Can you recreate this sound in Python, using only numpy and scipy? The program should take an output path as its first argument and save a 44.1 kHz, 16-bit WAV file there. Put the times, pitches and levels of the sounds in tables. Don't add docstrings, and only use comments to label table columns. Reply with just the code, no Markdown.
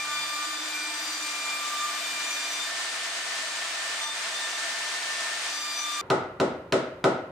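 import sys
import numpy as np
from scipy import signal
from scipy.io import wavfile

SR = 44100
rng = np.random.default_rng(int(sys.argv[2]) if len(sys.argv) > 2 else 0)


def dump(signal):
    limited = np.clip(np.atleast_2d(signal).T, -1, 1)
    pcm = np.round(limited * 32767).astype(np.int16)
    wavfile.write(sys.argv[1], SR, pcm)


N = 322371
T = np.arange(N) / SR
COARSE = np.arange(0, N, 40)
EARS = np.array([[1], [-1]])
BREAK_S = 6.012

# time_s, turns_hz
SPEED = [(0, 297.3), (1.5, 297.4), (2.0, 297.7), (2.8, 298.7), (3.9, 298.8), (4.1, 298.4), (5.3, 298.7),
         (5.6, 297.9), (6.02, 297.0)]
# time_s, level_db
MOTOR_SONG = [(0, -48), (.6, -47.5), (1.0, -46), (1.5, -57), (1.9, -46), (2.6, -47.5), (2.8, -40),
              (3.2, -44), (3.95, -39.5), (4.08, -45.5), (4.35, -40.5), (4.6, -39.5), (5.1, -39.5),
              (5.48, -39.5), (5.6, -47), (6.0, -54.5)]
# order, start_s, end_s, level_db
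ORDER_SWELLS = [(3, -0.5, 1.67, -54), (3, 4.0, 4.15, -49.5), (3, 4, 5.85, -56), (5, 0, 1.05, -47),
                (5, 3, 2.4, -55), (10, 1.5, 4.0, -54), (10, 4.2, 4.1, -52)]
def spindle(groove, graze):
    (turns_hz,), (motor_db,) = in_time(SPEED), in_time(MOTOR_SONG)
    jittery = 2 * np.pi * np.cumsum(turns_hz + 0.447 * drift(13.73)) / SR
    steady = 2 * np.pi * np.cumsum(turns_hz) / SR
    unbalance_db = -65 + 6 * groove
    out = tone(6 * steady, 1400, from_db(motor_db), rough=0.23, flutter_hz=18)
    out += tone(steady, 298, from_db(unbalance_db), rough=0.094, flutter_hz=12)
    for order in sorted({row[0] for row in ORDER_SWELLS}):
        gain = sum(from_db(db) * span(start, end) for k, start, end, db in ORDER_SWELLS if k == order)
        out += tone(order * steady, 298 * order, gain, rough=0.48, flutter_hz=6.9)
    return out + cutter(jittery, groove, graze)


# order (rounded for the pitch), groove_db, graze_db
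WHINE = [(4.2, -41.5, -45), (7.8, -41, -55), (12.3, -43, -37), (15.9, -44.5, -52), (20, -48.5, -46),
         (24, -47.5, -56), (28, -52, -47), (32, -60, -69), (36, -67, -73), (40, -60.5, -69), (44, -63, -67),
         (48, -64, -72)]
# time_s, order4_db, order8_db, order12_db, order16_db, order20_db
WHINE_SWELLS = [(0, 5, 6, -4, -9, -3), (.2, 2, 3.5, 3.5, 4.5, -1), (.4, 2, -1, -1.5, -3, -2),
                (.6, -4.5, -4, -0.5, -1, 3.5), (.75, -7, 4, -4, -3, 1), (.95, -5, -2, -2.5, 0, 1),
                (1.1, -5, -7, -6.5, 5.5, 6), (1.3, -3, -1.5, -5, -0.5, 2), (1.55, 3, 4.5, -3.5, -5, -3),
                (1.7, 3.5, -4, -7, -7, 0), (1.9, 5.5, -1, -3, -4, -1), (2.1, -2, -1.5, 0, -5, -8),
                (2.32, -2.5, 2, -5.5, -3, 5.5), (2.6, -9.5, -5, 3.5, 0.5, 0), (5.6, -4.5, -6, -5, 6.5, 6),
                (5.72, 0, 0, 1, 1, 1), (5.78, -8, -7, 1, 8, 9), (5.84, 2, -5.5, 5, -2, 7),
                (6.0, 4.5, -2, 1, 1, 0)]
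def cutter(turn, groove, graze):
    out, free = 0, 1 - groove - graze
    swells_db = in_time(WHINE_SWELLS) + [0] * len(WHINE)
    for (order, groove_db, graze_db), swell_db in zip(WHINE, swells_db):
        in_wood = groove * from_db(groove_db + swell_db) + graze * from_db(graze_db)
        gain = (in_wood + free * from_db(groove_db - 14)) * from_db(2.3 * drift(7.5))
        out += tone(round(order) * turn, 298 * order, gain,
                    rough=.08 + .014 * order, flutter_hz=30 + 1.5 * order)
    return out


# start_s, enter_s, end_s, leave_s, depth (0-1), grazing (0 or 1)
PASSES = [(-1, .05, 2.7, .08, 1, 0), (4.013, .012, 4.14, .1, 1, 1), (4.34, .03, 4.52, .36, .8, 1),
          (5.52, .1, 7, .05, 1, 0)]
def cutter_contact():
    grip = np.zeros((2, N))
    for start, enter, end, leave, depth, grazing in PASSES:
        grip[grazing] += depth * span(start, end, enter, leave)
    return grip


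# pitch_hz, start_s, end_s, level_db, flutter_hz
FEED_TONES = [(148, 0, 0.28, -63, 6), (312, 0.31, 1.31, -53.5, 12), (214, 1.1, 2.22, -68, 8.3),
              (2570, 0.49, 2.35, -114, 1.7), (3878, .3, 1.5, -54, 7.5), (2082, 0.89, 2.6, -66.5, 3)]
def feed():
    return sum(tone(2 * np.pi * hz * T, hz, from_db(db) * span(start, end), 0.37, flutter_hz)
               for hz, start, end, db, flutter_hz in FEED_TONES)


# frequency_hz, relative_db
RUSH_IN_WOOD = [(20, -36), (60, -37.5), (150, -25), (300, -21), (500, -15.5), (650, -11.5), (1100, -6.5),
                (1800, -3.5), (3000, -6.5), (4300, -3), (5400, -13), (7500, -6), (9500, -38), (12000, -26),
                (16000, -36)]
RUSH_FREE = [(20, -45), (60, -29.5), (150, -35), (300, -20.5), (500, -16.5), (650, -14.5), (1100, -7.5),
             (1800, -4.5), (3000, -7), (5000, -9.5), (7500, -10.5), (9500, -21.5), (12000, -62), (16000, 5)]
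# pitch_hz, width_hz, level_db
FAN_DUCT = [(673.3, 76, -46), (579, 20, -68)]
# frequency_hz, likeness (0-1)
ROUTER_LIKENESS = [(60, 1.0), (150, 1.0), (380, 0.98), (950, 0.68), (1500, 0.5), (2380, 0.095),
                   (4500, 0.18), (8500, 0.44), (15000, 0.22)]
# frequency_hz, left_over_right_db
ROUTER_BALANCE = [(60, 0), (150, -0.5), (380, 0), (950, .5), (2380, 0.5), (5000, 1.1), (8500, 2),
                  (15000, 2.7)]
def fan_rush(cutting):
    first_end, second_start = PASSES[0][2], PASSES[1][0]
    groove_opening = 0.7 * T / first_end * (2 * T < first_end + second_start)
    opened = 1 - cutting * (1 - groove_opening)
    opened = np.interp(T - 0.034, T, opened)
    free_share = 0.17 + 0.4 * opened
    out, shared_db = 0, 0.5 * drift(7.9)
    for hz, band in bands(ROUTER_LIKENESS, N):
        colour_db = (1 - free_share) * at_hz(RUSH_IN_WOOD, hz) + free_share * at_hz(RUSH_FREE, hz)
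        out += from_db(colour_db + shared_db + 0.27 * drift(60)) * pan(at_hz(ROUTER_BALANCE, hz)) * band
    out = from_db(-35.5 + 4 * opened) * rms_one(out)
    for hz, width_hz, db in FAN_DUCT:
        air = rng.standard_normal(N) + 0.19 * rng.standard_normal((2, N))
        out += from_db(db) * (0.21 + 0.85 * free_share) * narrow(air, hz, width_hz)
    return out


# start_s, strength_db, crack_db, thud_db, pan_db
KNOCKS = [(5.79, -8.5, 8.5, -3, 0), (6.1003, -8.5, 7, -2, 0.5), (6.3990, -12, 9.5, 2, 0.5),
          (6.7220, -14.5, 15.5, 6.5, 0.5), (7.0400, -8.5, 8, 1.5, 0.5)]
# pitch_hz, relative_db, t60_s
PANEL_MODES = [(102, -16, 0.072), (125, -6.5, 0.11), (179, 2, 0.021), (226, -9.5, 0.11), (268, -8, 0.055),
               (375, -2.5, 0.051), (469, 0.5, 0.021), (545, -4.5, 0.031), (639, -10, 0.055),
               (752, -12.5, 0.039), (854, -4, 0.037), (984, 4, 0.007), (1156, -7.5, 0.034),
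               (1270, -1.5, 0.016), (1480, -6, 0.024), (1610, -37, 0.01), (1980, -14, 0.021)]
# delay_s, relative_db
CONTACTS = [(.0005, -21), (.0014, -3.5), (.0021, 2), (.0031, -14), (.0037, -5), (.0050, -10), (.0098, -14),
            (0.014, -12), (.019, -11)]
def mallet_knocks():
    near, to_room, t = np.zeros((2, N)), np.zeros(N), np.arange(SR // 4) / SR
    for start, strength_db, crack_db, thud_db, pan_db in KNOCKS:
        body = 0
        for k, (hz, db, t60) in enumerate(PANEL_MODES):
            mode_db = db - 8.5 + 2 * rng.standard_normal() + thud_db * (hz < 700)
            body += (-1) ** k * from_db(mode_db - 60 * t / t60) * np.sin(2 * np.pi * hz * t)
        body *= 1 - .5 * np.exp(-t / 0.0017)
        clicks = 0.068 * rng.standard_normal(len(t)) * from_db(-60 * t / 0.013) * np.minimum(t / 0.0031, 1)
        for delay, db in CONTACTS:
            clicks[round(delay * SR)] += from_db(db + 2 * rng.standard_normal()) * rng.choice([-1, 1])
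        at, strength, sharp = round(start * SR), from_db(strength_db), from_db(crack_db)
        near[:, at:at + len(t)] += strength * pan(pan_db) * (body + sharp * crack(clicks))
        to_room[at:at + len(t)] += strength * (body + 1.68 * sharp * crack(t == 0))
    low_cut = signal.butter(4, 75, "high", fs=SR, output="sos")
    return signal.sosfilt(low_cut, near), signal.sosfilt(low_cut, to_room)


# frequency_hz, gain_db
MALLET_FACE = [(1500, 4), (2500, 4.5), (3800, 1.5), (5500, -46), (8200, -23), (11000, -29), (15000, -16)]
def crack(clicks):
    bright = sum(from_db(db) * (-1) ** k * resonance(clicks, hz, 0.47 * hz)
                 for k, (hz, db) in enumerate(MALLET_FACE))
    return signal.sosfilt(signal.butter(2, 9000, fs=SR, output="sos"), bright)


# frequency_hz, t60_s
SHOP_DECAY = [(60, 0.64), (130, 0.29), (300, 0.47), (700, 0.46), (1500, 0.53), (3000, 0.47), (6000, 0.32),
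              (12000, 0.2)]
# frequency_hz, relative_db
SHOP_COLOUR = [(60, -17), (200, -2.5), (600, 8), (1500, -1), (4000, -6.5), (9000, 6.5), (15000, -18)]
# frequency_hz, likeness (0-1)
SHOP_LIKENESS = [(60, 0.99), (180, 1), (550, 0.9), (1650, 0.16), (4970, 0.034), (15000, 0.15)]
def shop_reverb(sound):
    t, tail = np.arange(SR) / SR, 0
    for hz, band in bands(SHOP_LIKENESS, SR):
        fall_db = -60 * t / at_hz(SHOP_DECAY, hz)
        far_end = from_db(-14 + fall_db / 1.97)
        tail += from_db(at_hz(SHOP_COLOUR, hz)) * (from_db(fall_db) + far_end) * band
    tail *= 1 - np.exp(-(t / 0.0036) ** 2)
    gain = from_db(-29) * pan(0.3)
    return gain * signal.fftconvolve(tail, sound[None], axes=1)[:, :N]


# frequency_hz, relative_db
ROOM_TONE = [(25, -12), (50, -14), (100, 0.5), (300, -13), (1000, -14), (4000, -38), (15900, -48.5)]
def quiet_shop():
    size = N - round((BREAK_S - .5) * SR)
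    hush = rms_one(sum(from_db(at_hz(ROOM_TONE, hz)) * band for hz, band in bands(SHOP_LIKENESS, size)))
    hum = narrow(rng.standard_normal(size), hz=372, width_hz=35)
    return np.pad(from_db(-51) * hush + from_db(-53) * hum, ((0, 0), (N - size, 0)))


def tone(phase, image_hz, gain, rough, flutter_hz):
    unlike = np.sqrt(1 - np.clip(at_hz(ROUTER_LIKENESS, image_hz), 0, 1))
    apart = np.exp(.4j * unlike * chance(1.5) * EARS)
    swing, slip = (chance(flutter_hz) + 1.3 * unlike * chance(flutter_hz) * EARS for _ in range(2))
    flutter = (1 + rough * (swing + 1j * slip)) * apart * pan(at_hz(ROUTER_BALANCE, image_hz))
    carrier = np.sqrt(2 / (1 + 2 * rough ** 2)) * gain * np.exp(1j * phase)
    return np.array([(np.interp(np.arange(N), COARSE, ear) * carrier).imag for ear in flutter])


def bands(likeness, size):
    edges, white = 35 * 2 ** np.arange(0, 9.1, .4), rng.standard_normal((2, 2, size))
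    for k, (low, high) in enumerate(zip(edges, edges[1:])):
        band_pass = signal.butter(2, [low, high], "band", fs=SR, output="sos")
        mid, side = signal.sosfilt(band_pass, white[k % 2])
        hz = np.sqrt(low * high)
        alike = np.clip(at_hz(likeness, hz), -1, 1)
        yield hz, np.sqrt(1 + alike) * mid + np.sqrt(1 - alike) * side * EARS


def resonance(x, hz, width_hz):
    r = np.exp(-np.pi * width_hz / SR)
    poles = [1, -2 * r * np.cos(2 * np.pi * hz / SR), r * r]
    return signal.lfilter(np.array([1, 0, -1]) * (1 - r * r) / 2, poles, x)


def narrow(noise, hz, width_hz):
    return rms_one(resonance(resonance(noise, hz, width_hz), hz, width_hz))


def chance(rate_hz):
    r = np.exp(-80 * np.pi * rate_hz / SR)
    return rms_one(signal.lfilter([1], [1, -2 * r, r * r], rng.standard_normal(len(COARSE) + 2000))[2000:])


def drift(rate_hz):
    return np.interp(np.arange(N), COARSE, chance(rate_hz))


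def span(start, end, rise_s=0.14, fall_s=0.14):
    return np.clip(np.minimum((T - start) / rise_s, (end - T) / fall_s) + .5, 0, 1)


def in_time(rows):
    times, *columns = np.transpose(rows)
    return [np.interp(T, times, column) for column in columns]


def at_hz(points, hz):
    frequencies, values = np.transpose(points)
    return np.interp(np.log(hz), np.log(frequencies), values)


def pan(left_over_right_db):
    return from_db(left_over_right_db / 2 * EARS)


def from_db(db):
    return 10 ** (np.asarray(db) / 20)


def rms_one(x):
    return x / np.sqrt(np.mean(x ** 2) + 1e-20)


def scene():
    after = np.clip((T - BREAK_S) / .001, 0, 1)
    groove, graze = cutter_contact()
    near, to_room = mallet_knocks()
    cutting = groove + graze ** 4
    milling = spindle(groove, graze) + feed() + fan_rush(cutting)
    knocking = near + shop_reverb(to_room) + quiet_shop()
    return (1 - after) * milling + after * knocking


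def record(dry):
    return signal.sosfilt(signal.cheby2(20, 70, 15950, fs=SR, output="sos"), dry)


dry = scene()
out = record(dry)
dump(out)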